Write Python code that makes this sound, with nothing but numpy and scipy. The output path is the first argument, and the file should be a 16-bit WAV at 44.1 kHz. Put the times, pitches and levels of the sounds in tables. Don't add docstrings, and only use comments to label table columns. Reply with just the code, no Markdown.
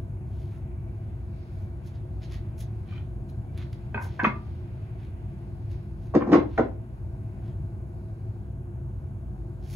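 import sys
import numpy as np
from scipy import signal
from scipy.fft import rfft, irfft
from scipy.io import wavfile
from scipy.ndimage import uniform_filter1d

SR = 44100
rng = np.random.default_rng(int(sys.argv[2]) if len(sys.argv) > 2 else 0)


def persist_wave(psi):
    counts = np.round(np.clip(psi, -1, 1) * 32767).astype(np.int16)
    wavfile.write(sys.argv[1], SR, np.atleast_2d(counts).T)


N = 429975


def undb(db):
    return 10 ** (np.asarray(db) / 20)


def unit(x):
    return x / np.sqrt(np.mean(x ** 2))


def along(table, hz):
    f, v = np.transpose(table)
    return np.interp(np.log(np.maximum(hz, 1)), np.log(f), v)


def band(x, lo_hz, hi_hz):
    corners = [lo_hz, min(hi_hz, .45 * SR)]
    return signal.sosfilt(signal.butter(2, corners, "bandpass", fs=SR, output="sos"), x)


def walk(rate):
    k = int(SR / rate)
    return uniform_filter1d(np.repeat(rng.standard_normal(N // k + 1), k), k)[:N]


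def pair(n, gain, likeness, right_leads=0.):
    c = np.clip(along(likeness, np.fft.rfftfreq(n, 1 / SR)), 0, 1)
    mid, side = rfft(rng.standard_normal((2, n))) * gain * np.sqrt([1 + c, 1 - c])
    return irfft(np.array([mid + side, (mid - side) * np.exp(1j * right_leads)]), n) / 2


def add(out, s, x):
    i = int(s * SR)
    out[i:i + len(x)] += x[:max(len(out) - i, 0)]


def late(x, size):
    return np.pad(x, (size, 0))[:len(x)]


# (frequency [Hz], relative power density [dB])
AIR_SPECTRUM = [(18, -56), (35, -24.5), (50, -1), (140, -4.5), (170, -14.5), (260, -19.5), (420, -28.5),
                (900, -33), (1700, -49.5), (2900, -57), (3700, -81.5), (6000, -61.5), (8500, -52),
                (11000, -61.5), (13000, -63), (16000, -68)]
# (frequency [Hz], width [Hz], relative power density [dB])
DUCT_RESONANCES = [(60.5, 13, -0.5), (101.2, 25.2, 2.5), (126.8, 16, -4.5), (196.6, 27, -12.5),
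                   (285, 22.04, -27), (349.9, 31, -12.5), (652.7, 31.4, -22.5), (745.4, 12, -25),
                   (1522, 217, -39.5)]
# (frequency [Hz], correlation [1])
AIR_LIKENESS = [(100, 0.98), (350, 0.95), (550, 1), (1000, 1), (2000, 0.14), (6000, 0.15)]
# (frequency [Hz], lead [rad])
AIR_RIGHT_LEADS = [(40, 0.56), (330, -0.37), (600, -1.25), (1200, -1.62), (2400, -3.5), (4400, -7.5)]


def ventilation(level_db=-34.5, swell_db=0.77):
    hz = np.fft.rfftfreq(N, 1 / SR)
    power = undb(2 * along(AIR_SPECTRUM, hz))
    for centre_hz, width_hz, db in DUCT_RESONANCES:
        power = power + undb(2 * db) / (1 + (2 * (hz - centre_hz) / width_hz) ** 4)
    roar = unit(pair(N, np.sqrt(power), AIR_LIKENESS, along(AIR_RIGHT_LEADS, hz)))
    balance = undb([[.3], [-.3]])
    return balance * roar * undb(level_db + swell_db * walk(1.0))


# (time [s], level [dB])
STIR_LEVELS = [(0, -67.5), (.3, -74), (1.4, -66), (3.3, -69), (4.5, -64.5), (5.5, -68), (7.2, -71),
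               (9.75, -73)]


def stir(patchy_db=2.5):
    s, db = np.transpose(STIR_LEVELS)
    rustle = 0
    for hz, tilt_db in [(1100, 0.0), (1600, -1.5), (2300, 0.5), (3200, -7.5), (4500, -7.0)]:
        half_octave = band(rng.standard_normal((2, N)), hz / 1.25, hz * 1.164)
        rustle = rustle + half_octave * undb(tilt_db + patchy_db * walk(6.7))
    return unit(rustle) * undb(np.interp(np.arange(N) / SR, s, db))


# (time [s], level [dB])
WHINE_LEVELS = [(0, -78), (1.9, -80), (2.05, -92), (3.42, -88), (3.5, -69), (3.65, -89)]


def whine(hz=2290, width_hz=50, waver_db=5.6):
    s, db = np.transpose(WHINE_LEVELS)
    tone = unit(band(rng.standard_normal((2, N)), hz - width_hz / 2, hz + width_hz / 2))
    return tone * undb(np.interp(np.arange(N) / SR, s, db) + waver_db * walk(7))


# (time of the height [s], # length of
# rise and of fall [ms], level [dB], grain centre [Hz], dry hiss relative to the grain [dB])
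SCUFF_RUBS = [(0.419, 120, -69.5, 2540, -6.5), (.55, 53, -66.5, 1390, -7), (1.579, 90, -76, 3000, 1),
              (1.868, 24, -62.5, 3300, -3), (1.955, 20, -64.5, 2500, -24), (2.239, 23, -56.5, 2700, -17),
              (2.335, 40, -55.5, 2500, -10.5), (2.609, 23, -55, 3500, 4), (2.939, 69, -60, 1770, -29),
              (3.299, 18, -70.5, 3500, 1), (3.605, 45, -56, 1930, -20), (4.042, 31, -58.5, 3500, 3),
              (4.12, 97, -62.5, 2320, -23), (4.237, 5.3, -48.5, 2500, -23), (5.029, 55, -65.5, 1960, -15),
              (5.722, 24, -64, 2700, -8), (6.05, 61, -70.5, 2600, -6), (6.561, 61, -61.5, 1900, -24),
              (7.473, 47, -67.5, 1970, -13), (9.665, 44, -65, 3210, -7), (9.745, 58, -55.5, 3570, 0)]
# (time of the height [s], level [dB], grain centre [Hz], dry hiss relative to the grain [dB])
SCUFF_TICKS = [(.399, -65, 4000, -15), (0.521, -57, 1280, -25), (3.577, -50, 2420, -3.5),
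               (3.729, -49, 2350, -11)]
TICK_RISE_MS, TICK_FALL_MS = 0.58, 5.8
GRAIN_WIDTH = 1.36


def scuffs(grit_db=2.5, snag_db=9, snags_per_s=500, hiss_lo_hz=5500, hiss_hi_hz=13000):
    out, t_ms = np.zeros(N), 1e3 * np.arange(-.3 * SR, .4 * SR) / SR
    rubs = [(s, ms, ms, *rest) for s, ms, *rest in SCUFF_RUBS]
    rubs += [(s, TICK_RISE_MS, TICK_FALL_MS, *rest) for s, *rest in SCUFF_TICKS]
    for s, rise_ms, fall_ms, db, hz, hiss_db in rubs:
        chance, width_hz = rng.standard_normal((4, len(t_ms))), GRAIN_WIDTH * hz
        swell = np.where(t_ms < 0, np.exp(-(t_ms / rise_ms) ** 2), np.exp(-(t_ms / fall_ms) ** 2))
        grit = undb(grit_db * unit(uniform_filter1d(chance[2], size=150)))
        caught = rng.random(len(t_ms)) < snags_per_s / SR
        friction = chance[0] * (1 + undb(snag_db) * caught * np.abs(chance[3]))
        lo_hz = np.sqrt(hz ** 2 + width_hz ** 2 / 4) - width_hz / 2
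        grain = unit(band(friction, lo_hz, lo_hz + width_hz))
        hiss = undb(hiss_db) * unit(band(chance[1], hiss_lo_hz, hiss_hi_hz))
        add(out, s - .3, undb(db) * swell * grit * (grain + hiss))
    return out


CONTACT_CYCLES, LONGEST_CONTACT_MS = 0.43, 0.99
SLAP, SLAPS_PER_S = .28, 1500
SCATTER_DB = 1.5
CRACK_HZ, BRIGHTER_OCT_PER_DB = 2530, 0.1
SNAP_DB_PER_DB = 0.86


def knocks(blows, modes_hz, rings, octaves, grips=((np.inf, []),), crack_rise_ms=1.53, snap_db=-40):
    out, t = np.zeros((2, N)), np.arange(int(.3 * SR)) / SR
    hz, mode_db, t60 = np.array([modes_hz, *np.transpose(rings)])[:, :, None]
    for s, blow_db, best_hz, chatter_ms, crack_db in blows:
        contact_ms = min(1e3 * CONTACT_CYCLES / best_hz, LONGEST_CONTACT_MS)
        chance = rng.standard_normal((3, len(t)))
        detuned_hz = hz * (1 + .003 * chance[0, :len(hz), None])

        place_db = np.maximum(-6 * (np.log2(hz / best_hz) / octaves) ** 2, -30)
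        place_db = place_db + SCATTER_DB * chance[0, -len(hz):, None]
        grip = next(g for until, g in grips if s < until)
        for node_hz, grip_db in grip:
            place_db = place_db + grip_db * np.exp(-(np.log2(hz / node_hz) / .11) ** 2)

        sign = (-1.) ** np.arange(len(hz))[:, None]
        decay = undb(place_db + mode_db - 60 * t / t60)
        ring = np.sum(sign * decay * np.sin(2 * np.pi * detuned_hz * t), axis=0)

        trail = np.exp(-1e3 * t / chatter_ms)
        slaps = SLAP * trail * chance[1] * (rng.random(len(t)) < SLAPS_PER_S / SR)
        slaps[0] = 1
        push = np.sin(np.pi * np.clip(1e3 * t[:300] / (2 * contact_ms), 0, 1)) ** 4
        force = signal.fftconvolve(slaps, push / push.sum())
        body = signal.fftconvolve(force, ring)[:len(t)]

        top_hz = CRACK_HZ * 2 ** (BRIGHTER_OCT_PER_DB * max(blow_db, -30)) / contact_ms ** .5
        burst = unit(band(chance[2], 400, max(top_hz, 900)))
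        edge = unit(band(band(chance[2], 1600, 6800), 900, 7400))
        snap = undb(snap_db + SNAP_DB_PER_DB * blow_db) * np.minimum(250 * t, 1) * edge
        crack = trail * (1 - np.exp(-1e3 * t / crack_rise_ms)) * (burst + snap)
        add(out[0], s, undb(blow_db) * body / np.abs(body).max())
        add(out[1], s, undb(blow_db + crack_db) * crack)
    return out


# (time [s], blow [dB], best excited frequency [Hz])
RATTLE_TAPS = [(2.887, -50, 3200), (2.894, -54, 2500), (2.91, -47, 2800), (2.922, -45, 2300),
               (2.926, -47, 1300), (2.936, -42, 2500), (2.961, -43, 2500), (2.979, -42, 2300),
               (2.999, -59, 2400), (3.292, -53, 4100)]
RATTLE_MODES = [1200, 1500, 2400, 3100, 3350, 4080]
# (level [dB], T60 [s])
RATTLE_RINGS = [(7, 0.02), (-3, 0.042), (4, 0.034), (3, 0.02), (-3, .018), (5, 0.031)]


def rattle(chatter_ms=4.5, crack_db=-14):
    taps = [(*tap, chatter_ms, crack_db) for tap in RATTLE_TAPS]
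    return knocks(taps, RATTLE_MODES, RATTLE_RINGS, octaves=0.7)


# (time [s], blow [dB], best excited frequency [Hz], chatter decay [ms], crack against blow [dB])
BOARD_IMPACTS = [(3.9435, -21.5, 1650, 4.4, -8.5), (3.948, -27, 500, 16, -14),
                 (3.975, -22, 1300, 4.7, -19.5), (4.011, -32, 1320, 7.8, -8), (4.05, -42.5, 1490, 9.9, -4),
                 (4.192, -18.5, 1100, 2.7, -7), (4.198, -15.5, 1590, 0.92, -20.5),
                 (4.23, -18.5, 300, 21, -13), (4.2425, -13, 1700, 1.5, -11),
                 (4.2485, -9.5, 1220, 1.5, -8.5), (4.255, -19.5, 2260, 2.5, -13),
                 (4.266, -16, 249, 4.4, -13), (4.465, -54, 2500, 5.3, 4)]
BOARD_MODES = [135, 215, 340, 405, 720, 925, 1002, 1090, 1180, 1195, 1290, 1480, 1575, 1710, 1840, 2095,
               2185, 2470, 2630, 3100, 3400]
# (level [dB], T60 [s])
BOARD_RINGS = [(-7, 0.15), (3.5, 0.085), (-8, 0.075), (-9.5, 0.081), (-12, 0.03), (-1, 0.091), (0, 0.04),
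               (-10, 0.079), (3.5, 0.045), (-16.5, 0.29), (-8.5, 0.044), (-2.5, 0.054), (3.5, 0.047),
               (-5.5, 0.042), (-8, 0.034), (-3, 0.042), (-6.5, 0.059), (-3.5, 0.043), (-5, 0.043),
               (-9, 0.04), (-9, 0.044)]
# (until [s], [(centre frequency [Hz], change of level [dB])])
BOARD_HOLDS = [(4.0, [(1100, -14), (1220, -24), (1800, -11), (2470, 5.5)]), (4.15, [(1150, -16), (1480, 4),
               (1580, -11)]), (4.22, [(1180, -17), (1750, 5), (900, -0.5)]), (4.246, [(1190, -11.5),
               (1570, -14)]), (9.75, [(950, -20.5), (1570, -14), (2095, -3)])]


def board():
    return knocks(BOARD_IMPACTS, BOARD_MODES, BOARD_RINGS, octaves=1, grips=BOARD_HOLDS)


# (time [s], blow [dB], best excited frequency [Hz], chatter decay [ms], crack against blow [dB])
PILE_IMPACTS = [(6.1385, -19, 590, 7.8, -6.5), (6.149, -5.5, 460, 3.5, -13.5),
                (6.163, -6.5, 278, 1.4, -27.5), (6.206, -25.5, 1500, 4.5, -5), (6.21, -18, 330, 16, -24),
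                (6.219, -26.5, 1900, 4.2, -7), (6.236, -22.5, 330, 11, -16), (6.266, -19, 300, 19, -14),
                (6.288, -17, 300, 17, -14.5), (6.305, -11, 230, 10, -24), (6.317, -6.5, 447, 7.8, -16),
                (6.327, -3, 402, 4.3, -14.5), (6.331, -18, 2140, 8.3, -4), (6.339, -13, 1200, 6.1, -9.5),
                (6.344, -6.5, 360, 2.9, -16), (6.351, -8, 330, 1.8, -15), (6.357, -16, 1000, 4.2, -23),
                (6.365, -13, 298, 3.1, -30), (6.379, -10.5, 324, 4.3, -18), (6.41, -28, 405, 22, -11),
                (6.5765, -15.5, 1240, 5.3, -5), (6.585, -10, 560, 0.93, -20), (6.592, -17.5, 774, 5.4, -15),
                (6.598, -9.5, 270, 2, -19), (6.624, -23.5, 590, 3.7, -13), (6.649, -22, 300, 3.6, -12)]
PILE_MODES = [140, 220, 255, 303, 341, 361, 410, 474, 520, 545, 630, 674, 740, 785, 880, 960, 1025, 1094,
              1180, 1300, 1450, 1560, 1800, 2100, 2400, 2800, 3100]
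# (level [dB], T60 [s])
PILE_RINGS = [(-5.5, 0.057), (-1, 0.046), (0.5, 0.053), (0, 0.047), (2.5, 0.059), (-1.5, 0.046),
              (-6, 0.061), (-3, 0.031), (-5, 0.047), (-10, 0.054), (-6.5, 0.041), (-7, 0.052), (-11, 0.024),
              (-8.5, 0.043), (-10.5, 0.03), (-9, 0.027), (-8.5, 0.044), (-4.5, 0.031), (-12, 0.044),
              (-9, 0.024), (-13.5, 0.027), (-14.5, 0.032), (-13, 0.035), (-10.5, 0.051), (-18, 0.043),
              (-22, .04), (-19, .04)]
# (until [s], [(centre frequency [Hz], change of level [dB])])
PILE_HOLDS = [(6.27, [(414, -16), (1010, 8.5), (660, -6.5)]), (6.5, [(247, -4.5), (402, -10), (1800, -7.5),
              (700, 1)]), (9.75, [(218, -16), (305, -4.5), (1110, -9.5), (1500, 4), (506, 3)])]


def pile():
    return knocks(PILE_IMPACTS, PILE_MODES, PILE_RINGS, octaves=1, grips=PILE_HOLDS,
                  crack_rise_ms=3.0, snap_db=-14)


# (frequency [Hz], T60 [s])
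SHOP_DECAY = [(150, 0.46), (400, 0.32), (1000, 0.27), (2800, 0.23), (4500, 0.24), (7000, 0.11),
              (14000, 0.098)]
# (frequency [Hz], correlation [1])
TAIL_LIKENESS = [(100, 0.81), (300, 0.72), (550, 0.19), (1000, 0.2), (2000, 0.092), (6000, 0.092)]
SHOP_BASS_HZ = 294


def shop(x, wet_db, gap_ms=5.):
    n = SR // 2
    t, hz, tail = np.arange(n) / SR, np.fft.rfftfreq(n, 1 / SR), 0
    for centre_hz in 90 * 2 ** np.arange(0, 7.6, .5):
        window = np.cos(np.pi * np.clip(np.log2(hz / centre_hz + 1e-9), -.5, .5))
        gain = window / (1 + (SHOP_BASS_HZ / centre_hz) ** 2)
        tail = tail + pair(n, gain, TAIL_LIKENESS) * undb(-60 * t / along(SHOP_DECAY, centre_hz))
    tail = tail * np.clip(1e3 * t / gap_ms - 1, 0, 1)
    tail = tail / np.sqrt(np.sum(tail ** 2) / 2)
    return x + undb(wet_db) * signal.fftconvolve(x[None], tail, axes=1)[:, :N]


ECHO_LAGS = (71, 118)


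def shelves(x, hi_hz, level_db=-6):
    echo = undb(level_db) * band(x, 399.8, hi_hz)
    return np.array([late(echo, lag) for lag in ECHO_LAGS])


WOOD_LO_HZ, WOOD_HI_HZ = 145, 10900
WOOD_LEFT_LAG = 4
BODY_SHOP_DB, CRACK_SHOP_DB, SCUFF_SHOP_DB = -8, -2, -6.5


def scene():
    blows = rattle() + board() + pile()
    radiated = band(blows, WOOD_LO_HZ, WOOD_HI_HZ)
    body, crack = band(radiated, WOOD_LO_HZ / 2, 1.3 * WOOD_HI_HZ)
    wood = shop(body, BODY_SHOP_DB) + shop(crack, CRACK_SHOP_DB)
    left, right = wood + shelves(body + crack, WOOD_HI_HZ)
    wood = np.array([late(left, WOOD_LEFT_LAG), right])
    return wood + shop(scuffs(), SCUFF_SHOP_DB) + stir() + whine() + ventilation()


CEILING = 1.1
SPLIT_HZ, TOP_HZ = 5840, 15750
TREBLE_LEFT_LAG = 10
LEFT_SHADE_HZ, LEFT_SHADE_DB = 4560, -4
DIP_HZ, DIP_DB = 7720, -8


def record(dry):
    dry = CEILING * np.tanh(dry / CEILING)
    low = signal.butter(6, SPLIT_HZ, "low", fs=SR, output="sos")
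    high = signal.butter(6, SPLIT_HZ, "high", fs=SR, output="sos")
    upper_middle = signal.filtfilt(*signal.iirpeak(LEFT_SHADE_HZ, 1.5, fs=SR), dry[0])
    shaded_left = dry[0] - (1 - undb(LEFT_SHADE_DB)) * upper_middle
    treble = signal.sosfiltfilt(high, dry[1])
    both = signal.sosfiltfilt(low, np.array([shaded_left, dry[1]]))
    both = both + np.array([-late(treble, TREBLE_LEFT_LAG), treble])
    around_dip = signal.filtfilt(*signal.iirpeak(DIP_HZ, 4.5, fs=SR), both)
    both = both - (1 - undb(DIP_DB)) * around_dip
    return signal.sosfiltfilt(signal.ellip(10, .1, 50, TOP_HZ, fs=SR, output="sos"), both)


dry = scene()
out = record(dry)
persist_wave(out)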